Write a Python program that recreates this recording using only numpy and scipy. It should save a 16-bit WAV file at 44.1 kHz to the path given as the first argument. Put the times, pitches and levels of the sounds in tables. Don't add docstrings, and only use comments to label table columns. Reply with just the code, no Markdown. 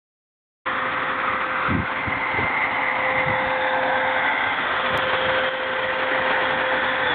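import sys
import numpy as np
from scipy import signal
from scipy.fft import rfft, irfft
from scipy.io import wavfile

SR = 44100
rng = np.random.default_rng(int(sys.argv[2]) if len(sys.argv) > 2 else 0)


def transcribe(signal):
    frames = np.atleast_2d(signal).T
    limited = np.clip(frames, -1, 1)
    pcm = np.round(limited * 32767).astype(np.int16)
    wavfile.write(sys.argv[1], SR, pcm)


N = 315050
TIME = np.arange(N) / SR
FREQS = np.maximum(np.arange(N // 2 + 1) * SR / N, 1)
BAND_HZ = 4366

# time_s, level_db
HOSE_RING = [(1.3, -43.5), (2.0, -33.5), (3.1, -30), (4.05, -26.5), (4.7, -33), (5.6, -36.5), (6.2, -30.5),
             (7.1, -32)]
# time_s, level_db, centre_hz
TANK_RING = [(.7, -29, 1230), (1.6, -26.5, 1293), (2.0, -31.5, 1540), (3.1, -32, 1080), (3.6, -29.5, 1650),
             (4.25, -27, 1557), (4.75, -27.5, 1380), (5.6, -29.5, 1480), (7.1, -29.5, 1600)]
# time_s, level_db, centre_hz
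HOUSING_RING = [(.7, -30, 1800), (1.75, -33, 2000), (2.25, -30, 2069), (3.1, -26, 2039), (3.8, -36, 1980),
                (4.3, -26, 2030), (4.95, -35.5, 1900), (5.8, -30, 1900), (7.1, -30, 1800)]
# time_s, level_db, centre_hz
EXHAUST_HISS = [(.7, -42.5, 3346), (2.0, -51.5, 3350), (2.9, -48, 3450), (3.55, -39, 3580),
                (4.3, -37.5, 3365), (5.3, -33, 3263), (6.25, -37, 3250), (7.1, -36.5, 3473)]


def undb(db):
    return 10 ** (np.asarray(db) / 20)


def unit(x):
    return x / np.sqrt(np.mean(x ** 2))


def curves(table):
    time_s, *columns = np.transpose(table)
    return [np.interp(TIME, time_s, column) for column in columns]


def gains(outline, hz):
    outline_hz, db = np.transpose(outline)
    return undb(np.interp(np.log(hz), np.log(outline_hz), db))


def resonance(hz, width_hz, freqs=FREQS):
    return 1 / (1 + ((freqs / hz - hz / freqs) * hz / width_hz) ** 2)


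def walk(rate_hz, size=512):
    return np.interp(TIME * rate_hz + rng.random(), np.arange(size), rng.standard_normal(size))


def noise(shape):
    re, im = rng.standard_normal((2, len(FREQS)))
    return unit(irfft((re + 1j * im) * shape, N))


def hiss(width_hz, hz):
    offset_hz = np.fft.fftfreq(N, 1 / SR)
    re, im = rng.standard_normal((2, N))
    swell = np.fft.ifft((re + 1j * im) / (1 + (2 * offset_hz / width_hz) ** 2))
    carrier = np.exp(2j * np.pi * np.cumsum(hz * np.ones(N)) / SR)
    return unit(np.real(swell * carrier))


def level_dips():
    dips = [(1.753, 3.5, .5), (5.492, 5.5, 0.92)]
    return undb(sum(np.interp(TIME, [start, start + .0029, start + recovery], [0, -depth, 0])
                    for start, depth, recovery in dips))


def wind(breeze_db=-46.5, gust_db=5.5, puff_hz=122, puff_top_hz=340, hard_db=-24, hz_per_db=7.5):
    puffs = [(1.715, .022, -21.5), (1.765, 0.019, -17), (1.797, 0.0088, -16), (1.838, 0.014, -27),
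             (2.08, 0.012, -23.5), (2.17, .012, -35), (2.345, 0.0082, -31), (2.419, 0.027, -27.5),
             (3.19, 0.026, -35.5), (3.305, .037, -28), (3.46, 0.026, -34), (4.94, 0.031, -33.5),
             (5.29, 0.046, -36)]
    out = noise(resonance(hz=125, width_hz=280)) * undb(breeze_db + gust_db * walk(14))
    size = 16384
    offset_s = (np.arange(size) - size / 2) / SR
    freqs = np.maximum(np.fft.rfftfreq(size, 1 / SR), 1)
    low_pass = 1 / (1 + (freqs / puff_top_hz) ** 8)
    for centre_s, half_length_s, level_db in puffs:
        hz = puff_hz + hz_per_db * max(level_db - hard_db, 0)
        swell = np.exp(-.5 * (offset_s / half_length_s) ** 2)
        shape = low_pass * resonance(hz, 2.2 * hz, freqs)
        puff = irfft(rfft(rng.standard_normal(size)) * shape) * swell
        puff *= np.sqrt(np.sum(swell ** 2) / np.sum(puff ** 2))
        out += undb(level_db) * np.interp(TIME - centre_s, offset_s, puff, 0, 0)
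    return out


def hand_bump(attack_s=.0026):
    knock = (2.385, 428, -13, .055)
    start_s, pitch_hz, level_db, t60_s = knock
    age = np.maximum(TIME - start_s, 0)
    envelope = undb(level_db - 60 * age / t60_s) * (1 - np.exp(-age / attack_s))
    return envelope * np.sin(2 * np.pi * pitch_hz * age)


def bees(wing_hz=261, spread=.095, swerve=.035, nearness_db=9, count=20, size=1024):
    wing_spectrum = [(250, -3.5), (500, -17), (750, -6), (1000, -6), (1500, -3), (2000, -3), (3000, -23),
                     (4000, -27)]
    swarm_level = [(.7, -33.5), (2.6, -34.5), (3.8, -30), (4.7, -37), (6.0, -34.5), (7.1, -29.5)]
    harmonics = np.arange(1, int(BAND_HZ / wing_hz) + 1)
    swarm = 0
    for excitement in np.linspace(-1, 1, count):
        phases = np.exp(2j * np.pi * rng.random(size)[harmonics])
        stroke = irfft(np.r_[0, gains(wing_spectrum, harmonics * wing_hz) * phases], size)
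        detune = spread * (excitement + excitement ** 2 / 2)
        hz = wing_hz * (1 + detune + swerve * walk(6))
        place_in_stroke = np.cumsum(hz) / SR % 1 * size
        buzz = np.interp(place_in_stroke, np.arange(size + 1), np.r_[stroke, stroke[0]])
        swarm += undb(nearness_db * np.tanh(walk(2.5))) * buzz
    return unit(swarm) * undb(curves(swarm_level)[0])


def roof_reflection(sound, strength_at_1_ms=.18):
    bounce = [(.7, 0.88), (1.7, 0.82), (2.5, 1.015), (3.5, 1.08), (4.25, 1.4), (5.0, 1.76), (6.0, 2.12),
              (7.1, 2.1)]
    lag_ms = curves(bounce)[0]
    strength = strength_at_1_ms / lag_ms
    delayed = np.interp(TIME - lag_ms / 1000, TIME, sound)
    return (sound + strength * delayed) / np.sqrt(1 + strength ** 2)


def exhaust_whistle(waver=.028, width_hz=90, share_db=-7):
    db, hz = curves(EXHAUST_HISS)
    return undb(db + share_db) * hiss(width_hz, hz * (1 + waver * walk(7)))


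def hose_hoot(pitch_hz=885, width_hz=65, waver=.02, share_db=-4.5):
    return undb(curves(HOSE_RING)[0] + share_db) * hiss(width_hz, pitch_hz * (1 + waver * walk(2.7)))


def motor(vanes=7, second_db=-40.5, wobble_hz=.98, flutter_db=3, wander_db=1.5, jitter_rad=.22):
    shaft_speed = [(.6, 519.5), (3.0, 519.7), (3.6, 520.4), (5.0, 520.6), (7.03, 520.0), (7.14, 480.0)]
    shaft_tone = [(.7, -38.5), (1.4, -38), (2.65, -41), (3.2, -28.5), (4.1, -27.5), (4.5, -48),
                  (4.9, -31.5), (5.55, -24), (6.2, -27.5), (7.0, -31)]
    speed_hz = curves(shaft_speed)[0]
    phase = 2 * np.pi * np.cumsum(speed_hz + wobble_hz * walk(14)) / SR
    tank_db, tank_hz = curves(TANK_RING)
    housing_db, housing_hz = curves(HOUSING_RING)
    exhaust_db = curves(EXHAUST_HISS)[0]
    fan_ring = resonance(hz=3440, width_hz=230, freqs=vanes * speed_hz) ** 2
    harmonics = {1: undb(curves(shaft_tone)[0]),
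                 2: undb(second_db),
                 3: undb(tank_db - 6) * resonance(tank_hz, width_hz=600, freqs=3 * speed_hz),
                 4: undb(housing_db - 7) * resonance(housing_hz, width_hz=380, freqs=4 * speed_hz),
                 vanes: undb(exhaust_db + 9) * fan_ring}
    whine = 0
    for k, gain in harmonics.items():
        flutter = flutter_db * min(k / 2, 1) * walk(13)
        wander = wander_db * (k > 1) * walk(3.5)
        jitter = jitter_rad * min(k - 1, 2) * walk(25)
        whine += gain * undb(flutter + wander) * np.sin(k * phase + jitter + 2 * np.pi * rng.random())
    return np.sqrt(2) * whine


def airflow(hose_hz=864.7, rush_trim_db=-.5, rasp_db=2.6, flutter_db=1.38, surge_db=.3):
    rush_level = [(.7, -29.5), (1.8, -27), (3.3, -29.5), (4.3, -32), (4.8, -25), (5.8, -23), (7.1, -27)]
    rush_spectrum = [(200.0, -11.5), (400.0, -2.5), (650.0, -2), (1200.0, -0.5), (2400.0, -5.5),
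                     (3000.0, -11.5), (4200.0, -17.5)]
    air_paths = [(407, -0.9), (504, -0.97), (310, 0.5), (554, -1.35)]
    rings = [(*curves(HOSE_RING), hose_hz), curves(TANK_RING), curves(HOUSING_RING), curves(EXHAUST_HISS)]
    rush_db = curves(rush_level)[0] + rush_trim_db + rasp_db * walk(70)
    air = undb(rush_db) * noise(gains(rush_spectrum, FREQS))
    for (db, hz), (width_hz, gain_db) in zip(rings, air_paths):
        air += undb(db + gain_db + flutter_db * walk(30)) * hiss(width_hz, hz)
    return roof_reflection(air) * undb(surge_db * walk(35))


def scene():
    vacuum = airflow() + hose_hoot() + exhaust_whistle() + motor()
    return ((vacuum + bees() + wind() + hand_bump()) * level_dips())[None]


def record(dry, low_hz=62, edge_hz=3750, top_hz=16000, open_s=.654, fade_s=.014, tick_s=4.976):
    low_cut = 1 + (low_hz / FREQS) ** 4
    high_cut = (1 + (FREQS / edge_hz) ** 24) * (1 + (FREQS / BAND_HZ) ** 70)
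    narrow = irfft(rfft(dry) / np.sqrt(low_cut * high_cut), N)
    fade_in = np.clip((TIME - open_s) / fade_s, 0, 1)
    impulse = undb(-15) * (np.arange(N) == int(tick_s * SR))
    tick = signal.lfilter([1], [1, -.6], impulse)
    top_cut = signal.ellip(8, .2, 80, top_hz, fs=SR, output="sos")
    return signal.sosfilt(top_cut, narrow * fade_in + tick)


dry = scene()
out = record(dry)
transcribe(out)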